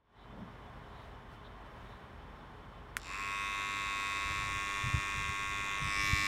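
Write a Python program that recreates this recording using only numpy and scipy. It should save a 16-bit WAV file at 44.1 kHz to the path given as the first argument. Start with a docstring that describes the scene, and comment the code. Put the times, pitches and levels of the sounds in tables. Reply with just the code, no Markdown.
"""An electric toothbrush is clicked on in a quiet garden, held to a tomato flower and lifted towards
the microphone. Its motor spins up to 100 turns a second, and each turn knocks the drive against the
plastic handle and neck: a periodic impact excites their resonances, giving a buzz rich in harmonics.
Behind it are distant rumble and hum, thin high tones, a far bird, rustling leaves and a soft bump.
Puffs of air buffet the microphone."""
import sys
import numpy as np
from scipy import signal
from scipy.fft import rfft, irfft, next_fast_len
from scipy.io import wavfile
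from scipy.ndimage import map_coordinates

SR = 44100
rng = np.random.default_rng(int(sys.argv[2]) if len(sys.argv) > 2 else 0)


def wav_out(sig):
    """Save sig, one row per channel (or a flat mono array), as 16-bit PCM at SR to the path in sys.argv[1]."""
    wavfile.write(sys.argv[1], SR, np.round(np.clip(np.atleast_2d(sig).T, -1, 1) * 32767).astype(np.int16))


N = 276507
TIME = np.arange(N) / SR


def amp(db):
    """Decibels to amplitude ratio."""
    return 10 ** (np.asarray(db) / 20)

def unit(x):
    """Normalisation to rms 1."""
    return x / np.sqrt(np.mean(x ** 2) + 1e-20)

def gain_at(spectrum, hz):
    """Amplitude between (Hz, dB) points, interpolated on a logarithmic frequency axis."""
    points_hz, db = np.transpose(spectrum)
    return amp(np.interp(np.log(hz + 1), np.log(points_hz + 1), db))

def wobble(rate):
    """Smooth random modulation through rate knots a second."""
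    return map_coordinates(rng.standard_normal(int(N * rate / SR) + 4), [TIME * rate])

def swells(rows):
    """Gaussian envelopes from rows of centre in seconds, half width in seconds and level in dB."""
    return sum(amp(db) * np.exp(-.5 * ((TIME - s) / half) ** 2) for s, half, db in rows)

def held(start, end, edge):
    """Trapezoidal envelope: rises from start and falls from end, each over edge seconds."""
    return np.clip((TIME - start) / edge, 0, 1) - np.clip((TIME - end) / edge, 0, 1)

def filtered(x, response):
    """Linear filtering: the spectrum of x times a frequency response."""
    size = next_fast_len(N + SR // 2)
    return irfft(rfft(x, size) * response(np.fft.rfftfreq(size, 1 / SR)), size)[:N]

def noise(spectrum):
    """White noise shaped by (Hz, dB) points, at rms 1."""
    return unit(filtered(rng.standard_normal(N), lambda hz: gain_at(spectrum, hz)))

def pulses(times, heights, reach=8):
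    """Band-limited impulses: a windowed sinc places each between samples."""
    at = np.asarray(times)[:, None] * SR
    taps = np.floor(at).astype(int) + np.arange(1 - reach, reach + 1)
    shape = np.sinc(taps - at) * np.cos(np.pi * (taps - at) / (2 * reach)) ** 2
    weights = np.asarray(heights)[:, None] * shape
    return np.bincount(np.clip(taps, 0, N).ravel(), weights.ravel(), N + 1)[:N]

def through(x, spectrum, size=8192):
    """Convolution with the minimum-phase impulse response, peak 1, of a body with this spectrum."""
    cepstrum = irfft(np.log(gain_at(spectrum, np.fft.rfftfreq(size, 1 / SR))))
    cepstrum[1:size // 2] *= 2
    cepstrum[size // 2 + 1:] = 0
    response = irfft(np.exp(rfft(cepstrum)))[:size // 2]
    return signal.oaconvolve(x, response / np.abs(response).max())[:N]

def rebounding(x, delay_s, direct):
    """All-pass reflection: repeated echoes spread a blow in time and keep its colour."""
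    late = lambda hz: np.exp(-2j * np.pi * hz * delay_s)
    return filtered(x, lambda hz: (direct + late(hz)) / (1 + direct * late(hz)))

def decays(impulses, life_s):
    """Damping: an envelope that jumps at each impulse and falls exponentially."""
    fade = np.exp(-np.arange(SR // 50) / SR / life_s)
    return signal.oaconvolve(impulses, fade / np.linalg.norm(fade))[:N]

def delayed(x, lag_s):
    """Propagation delay, which may vary in time."""
    return map_coordinates(x, [(TIME - lag_s) * SR])


# Outdoor noise. Each row: frequency in Hz, relative spectral density in dB.
RUMBLE_SPECTRUM = [(15, -30), (30, -5), (55, -3), (120, -5.5), (170, -7), (260, -12), (500, -13.5),
                   (800, -12), (1030, -10), (1280, -14.5), (1900, -19), (2700, -27), (3700, -30.5),
                   (4800, -39), (7000, -45.5), (15800, -54)]
def rumble():
    """Distant broadband noise, strongest in the bass, under slight amplitude modulation."""
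    return amp(-52.5 + 0.7 * wobble(3.65)) * noise(RUMBLE_SPECTRUM)

# Partials of a distant machine. Each row: frequency in Hz, relative level in dB.
HUM_PARTIALS = [(48.4, -54.5), (75.4, -60.5), (118.4, -60.5), (236.9, -65), (414.5, -64), (710.6, -73),
                (888.2, -68.5), (1066, -64)]
def machine_hum(gain_db=-4):
    """Superposition of sinusoids, each wavering in amplitude and phase."""
    hum = 0
    for hz, db in HUM_PARTIALS:
        peak = np.sqrt(2) * amp(db + gain_db + 1.1 * wobble(8.1))
        hum += peak * np.sin(2 * np.pi * hz * TIME + 0.68 * wobble(5))
    return hum

# Insect-like tones. Each row: frequency in Hz, nominal bandwidth in Hz, level in dB.
SHRILL_BANDS = [(3060, 55, -74.5), (3496, 52, -76.5), (5370, 78, -86.5)]
def shrill_tones():
    """Fast random modulation broadens each tone into a narrow band."""
    tones = 0
    for hz, width, db in SHRILL_BANDS:
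        flutter = amp(3.2 * wobble(width))
        phase = 2 * np.pi * hz * TIME + 2 * wobble(3 * width)
        tones += amp(db) * unit(flutter * np.sin(phase))
    return tones

# Bird calls. Each row: centre in seconds, half width in seconds, level in dB.
BIRD_CALLS = [(.2, 0.036, -67.5), (.98, 0.069, -69), (1.46, 0.012, -60.5), (1.92, 0.06, -71)]
def far_bird():
    """Band-limited noise, peaking near 3.9 kHz, swells into short calls."""
    return swells(BIRD_CALLS) * noise([(1500, -48), (2100, -12), (2700, -20), (3400, -2),
                                       (3900, 3), (4300, -9), (5000, -27), (8000, -70)])

# Rustles. Each row: centre in seconds, half width in seconds, level in dB.
LEAF_RUSTLES = [(.39, 0.019, -78), (1.04, 0.055, -67), (1.335, .03, -65), (1.85, 0.11, -69)]
def leaves():
    """Friction between brushing leaves gives brief swells of broadband noise."""
    return swells(LEAF_RUSTLES) * noise([(200, -7), (2000, 13.5), (6000, -5), (13000, -12), (16000, -13)])

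def bump():
    """A Gaussian burst of noise near 200 Hz, heard as one soft bump."""
    thud = noise([(40, -16), (110, 1), (200, 9.5), (260, -1), (340, -8.5), (900, -11), (3000, -59)])
    return swells([(.39, 0.07, -48.5)]) * thud


# The switch closing. Its one row: time in seconds, gain in dB.
SWITCH_CLICK = [(2.968, -14.5)]
ON_S, CLICK_DB = SWITCH_CLICK[0]
# Its snap. Each row: frequency in Hz, relative spectral density in dB.
SNAP_SPECTRUM = [(300, -28), (900, -17), (1450, -1), (1950, -2), (2700, -12), (4800, -20), (9000, -17.5),
                 (12000, -23), (14500, -25), (16000, -33)]
def switch(rattle_db=-27, rattle_t60=0.07):
    """Impact on heavily damped plastic: one dead snap, then a short bright rattle."""
    age = np.maximum(TIME - ON_S, 0)
    decay = (age > 0) * amp(rattle_db - 60 * age / rattle_t60)
    rattle = decay * noise([(400, -15), (1500, 11), (4000, -1), (11000, -2), (16000, -19)])
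    snap = rebounding(through(pulses([ON_S], [1]), SNAP_SPECTRUM), delay_s=0.00035, direct=0.42)
    return amp(CLICK_DB) * (snap + rattle)

SPIN_UP_S, SEAT_S = .05, .14  # time constants: the motor gains speed, the loose drive settles
def settling(life_s):
    """Exponential relaxation from 1, beginning when the switch closes."""
    return np.exp(-np.maximum(TIME - ON_S, 0) / life_s)

# Running speed, which sags and recovers with the load. Each row: time in seconds, turns a second.
MOTOR_SPEED = [(3.3, 99.51), (3.6, 99.77), (4.22, 99.67), (4.4, 99.9), (4.56, 99.72), (4.76, 100.04),
               (5.3, 99.54), (5.6, 99.64), (6.15, 99.98)]
def motor(waver=0.00077):
    """Rotation is the integral of speed: turns made as the motor spins up and wavers."""
    running = np.interp(TIME, *np.transpose(MOTOR_SPEED))
    speed = running * (1 - settling(SPIN_UP_S)) * (1 + waver * wobble(22))
    return np.cumsum(speed) / SR

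def knocks(turns, phase, jitter_s, scatter_db):
    """Periodic impact: one impulse a turn, offset by phase turns, less regular at first."""
    count = np.arange(int(turns[-1]))
    times = np.interp(count + .76 + phase, turns, TIME, right=2 * TIME[-1])
    unevenness = 1 + 3 * np.exp(-count / 12)
    chance = rng.standard_normal((len(times), 2)) * unevenness[:, None]
    return pulses(times + jitter_s * chance[:, 0], amp(scatter_db * chance[:, 1]))

# Path of the brush. Each row: time in seconds, distance from the microphone in metres.
BRUSH_PATH = [(3.15, 0.36), (3.45, 0.33), (3.8, 0.32), (4.1, .29), (5.0, 0.28), (5.25, 0.3), (5.8, 0.3),
              (6.0, 0.2), (6.2, 0.19)]
def nearness(reference_m):
    """Inverse distance of the brush, 1 at the reference distance."""
    return reference_m / np.interp(TIME, *np.transpose(BRUSH_PATH))

def loudness(db, speed_power, near_power, flower_m=.3):
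    """Power laws: amplitude grows with motor speed and with nearness."""
    return amp(db) * (1 - settling(SPIN_UP_S)) ** speed_power * nearness(flower_m) ** near_power

def touch(firmness=0.74):
    """Contact of the bristles with the flower, eased on and off; 0 is free."""
    return firmness * held(start=4.41, end=5.73, edge=0.14)

def posed(drive, spectra, low_hz, high_hz):
    """Source and filter: free, touching and lifted colours, matched in this band, crossfade."""
    lifted = np.clip(nearness(reference_m=.2) ** 3.6, 0, 1)
    shares = [(1 - lifted) * (1 - touch()), (1 - lifted) * touch(), lifted]
    sound = 0
    for share, spectrum in zip(shares, spectra):
        voice = through(drive, spectrum)
        band = filtered(voice, lambda hz: (hz > low_hz) & (hz < high_hz))
        sound += share * voice / np.std(band[TIME > ON_S])
    return sound

def shell_spectrum(harmonics):
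    """Radiation efficiency: a small shell radiates little bass; the neck takes over near 3 kHz."""
    running_hz = np.median(np.transpose(MOTOR_SPEED)[1])
    points = [(k * running_hz, db - 16 * (k < 3) - 5 * (3 < k < 9)) for k, db in harmonics]
    return points + [(3000, -28.5), (4000, -36), (16000, -48.5)]

# Ring of the handle in each pose. Each row: harmonic of the motor speed, relative level in dB.
HANDLE_FREE = [(1, -23.5), (2, -33.5), (3, -13.5), (4, -12.5), (5, -18), (6, -21), (7, -34), (8, -40),
               (9, -18.5), (10, -3.5), (11, 4.5), (12, -11), (13, -1.5), (14, -5.5), (15, -11), (16, -6.5),
               (17, -12), (18, -7.5), (19, -4.5), (20, -9), (21, 0), (22, -15.5), (23, -5), (24, -3),
               (25, 0), (26, 0.5), (27, -3.5), (28, -10.5)]
HANDLE_TOUCHING = [(1, 1.5), (2, -46), (3, -16), (4, -11.5), (5, -28), (6, -20), (7, -37), (8, -62),
                   (9, -15), (10, -8), (11, 0.5), (12, -11.5), (13, -11.5), (14, -6.5), (15, -18.5),
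                   (16, -3.5), (17, -45), (18, -5.5), (19, -8.5), (20, -10), (21, -4), (22, -12), (23, -23),
                   (24, -2.5), (25, 1), (26, -51.5), (27, -2), (28, -21)]
HANDLE_LIFTED = [(1, -3), (2, -23.5), (3, -11), (4, -17), (5, -24), (6, -37), (7, -21), (8, -19), (9, -56),
                 (10, -15), (11, -0.5), (12, -7), (13, -12), (14, -12), (15, -17), (16, -7.5), (17, -16.5),
                 (18, -3), (19, -5), (20, -1), (21, -2.5), (22, -5.5), (23, 3), (24, -9), (25, -3),
                 (26, -27), (27, -2), (28, -11.5)]
# Rattle of the loose head. Each row: frequency in Hz, relative spectral density in dB.
HEAD_RATTLE = [(600, -42), (1100, -4.5), (1500, -3.5), (2000, 0), (2600, 4), (2950, -12), (3600, 3),
               (4150, -13), (8000, -16), (16000, -45)]
def handle(turns):
    """Forced vibration: each turn's blow rings the handle and rattles the head."""
    blows = knocks(turns, phase=0.05, jitter_s=2e-6, scatter_db=0.35)
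    drive = rebounding(blows, delay_s=.0014, direct=.75)  # along the neck
    drive = rebounding(drive, delay_s=.0049, direct=.92)  # half a turn later
    spectra = [shell_spectrum(pose) for pose in (HANDLE_FREE, HANDLE_TOUCHING, HANDLE_LIFTED)]
    ring = posed(drive, spectra, low_hz=950, high_hz=4000)
    # the head rattles unevenly, and more while the drive is slack or the bristles work on the flower
    looseness_db = 5 * settling(SEAT_S) + 4 * touch() + 1.2 * wobble(7)
    rattle = unit(decays(blows, life_s=.0025) * noise(HEAD_RATTLE)) * amp(-20 + looseness_db)
    return loudness(db=-37, speed_power=7, near_power=0.87) * (ring + rattle)

# Swings of the brush that catch a near reflection. Each row: centre in seconds, half width in
# seconds, longest delay in seconds, level against the direct sound in dB.
BRUSH_SWINGS = [(3.1, .3, .00041, -6), (5.92, .13, .000365, -5)]
def near_reflection(x, rest_lag_s=.00027):
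    """Comb filtering: each swing stretches an echo's path, so notches glide through the treble."""
    lag, strength = rest_lag_s, 0
    for s, half, longest, db in BRUSH_SWINGS:
        bell = swells([(s, half, 0)])
        lag += (longest - rest_lag_s) * bell
        strength += amp(db) * np.sqrt(bell)
    return (x + strength * delayed(x, lag)) / np.hypot(1, strength)

# Tick of the drive in each pose. Each row: frequency in Hz, relative spectral density in dB.
NECK_FREE = [(2200, -41), (2850, 9), (3200, 4.5), (3700, 16), (3950, 6.5), (4150, 1.5), (4650, 0.5),
             (5100, -4.5), (6150, 3.5), (6750, -6), (7200, 5.5), (8000, -3), (9000, -2.5), (9500, -9),
             (11000, -13), (13600, -15), (15800, -65)]
NECK_TOUCHING = [(2200, -31), (2850, 11), (3150, 2.5), (3500, 15.5), (3850, 9), (4200, -15), (4700, -16.5),
                 (5350, 8), (6200, 5), (6750, 8), (7200, 6.5), (7850, -11), (8200, 6), (9000, -1.5),
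                 (9800, -19), (10800, -13), (13200, -13), (13900, -5), (14700, -38)]
NECK_LIFTED = [(2200, -12), (2850, -8), (3500, 6.5), (4100, 3.5), (4500, -1.5), (5250, 7), (6200, -3.5),
               (7200, -1), (8300, -3), (10000, -18), (10800, -12.5), (11700, -26), (12900, -5),
               (14000, -27), (15800, -32)]
# Echoes inside the neck. Each row: delay in seconds, share of amplitude reflected at once.
NECK_ECHOES = [(.00013, .6), (.0004, .88), (.0015, .92)]
# Colour of the ticks while the drive is slack. Each row: frequency in Hz, gain in dB.
SLACK_COLOUR = [(2500, -8), (3200, -5), (4200, 3), (4800, -1), (5500, 8), (6500, -3), (7400, -2),
                (9000, -8)]
def neck(turns, return_db=-7.5, return_top_hz=6800):
    """Backlash: the loose drive ticks going out and more softly on return; each contact scrapes."""
    slack = settling(SEAT_S)  # until the drive has settled it scrapes more and rasps lower down
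    outward = knocks(turns, phase=0, jitter_s=1.5e-6, scatter_db=.2)
    back = knocks(turns, phase=-.48, jitter_s=4e-6, scatter_db=.4)
    ticks = outward + amp(return_db) * filtered(back, lambda hz: 1 / (1 + (hz / return_top_hz) ** 8))
    scrape = decays(ticks, life_s=.0016) * noise([(3000, 0.5), (8000, 4), (12000, 4)])
    for delay_s, direct in NECK_ECHOES:
        ticks = rebounding(ticks, delay_s, direct)
    drive = ticks + amp(-21 + 9 * slack) * scrape
    seated = posed(drive, [NECK_FREE, NECK_TOUCHING, NECK_LIFTED], low_hz=3800, high_hz=12000)
    rasp = filtered(seated, lambda hz: gain_at(SLACK_COLOUR, hz))
    ticking = near_reflection(slack * rasp + (1 - slack) * seated)
    return loudness(db=-51, speed_power=0.78, near_power=2.07) * ticking

def toothbrush(sway_s=.0001):
    """Interference: the buzz meets its echoes off ground and hand, which shift as the hand sways."""
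    turns = motor()
    buzz = handle(turns) + neck(turns)
    ground = amp(-18) * delayed(buzz, .0034 + sway_s * wobble(3.5))
    hand = amp(-19) * delayed(buzz, .001846 + sway_s * wobble(5.3))
    return buzz + ground + hand


# Gusts. Each row: start in seconds, length in seconds, level in dB.
WIND_GUSTS = [(4.222, 0.36, -47), (4.827, 0.062, -36.5), (4.926, 0.057, -33), (5.132, .18, -43),
              (5.38, 0.258, -48.5), (5.799, 0.088, -39.5), (5.952, 0.38, -45.5)]
# Sharp puffs. Each row: start in seconds, peak level in dB.
AIR_PUFFS = [(4.853, -39), (4.88, -50), (4.942, -25), (4.969, -35), (6.131, -20.5)]
# Colour of both. Each row: frequency in Hz, relative spectral density in dB.
WIND_SPECTRUM = [(20, -15), (50, -4), (75, -1.5), (125, -3.5), (190, -15.5), (300, -26), (600, -63),
                 (2000, -100)]
def breeze():
    """Turbulence: gusts and puffs buffet the microphone with low-frequency pressure changes."""
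    gusts = sum(amp(db) * held(s, s + length, edge=0.021) for s, length, db in WIND_GUSTS)
    flow = gusts * amp(0.5 * wobble(25)) * noise(WIND_SPECTRUM)
    puff_s, puff_db = np.transpose(AIR_PUFFS)
    return flow + through(pulses(puff_s, amp(puff_db)), WIND_SPECTRUM)

def scene():
    """Superposition: all sources add at one microphone."""
    brush = switch() + toothbrush()
    garden = rumble() + machine_hum() + shrill_tones() + far_bird() + leaves() + bump()
    return (brush + garden + breeze())[None]

def record(dry, start_db=-24.5, fade_s=0.16, top_hz=15900):
    """Gain and band limiting: the sound fades in, and a low-pass filter removes the highest treble."""
    fade = amp(start_db * np.exp(-(TIME / fade_s) ** 2))
    return filtered(dry[0] * fade, lambda hz: hz < top_hz)[None]


dry = scene()
out = record(dry)
wav_out(out)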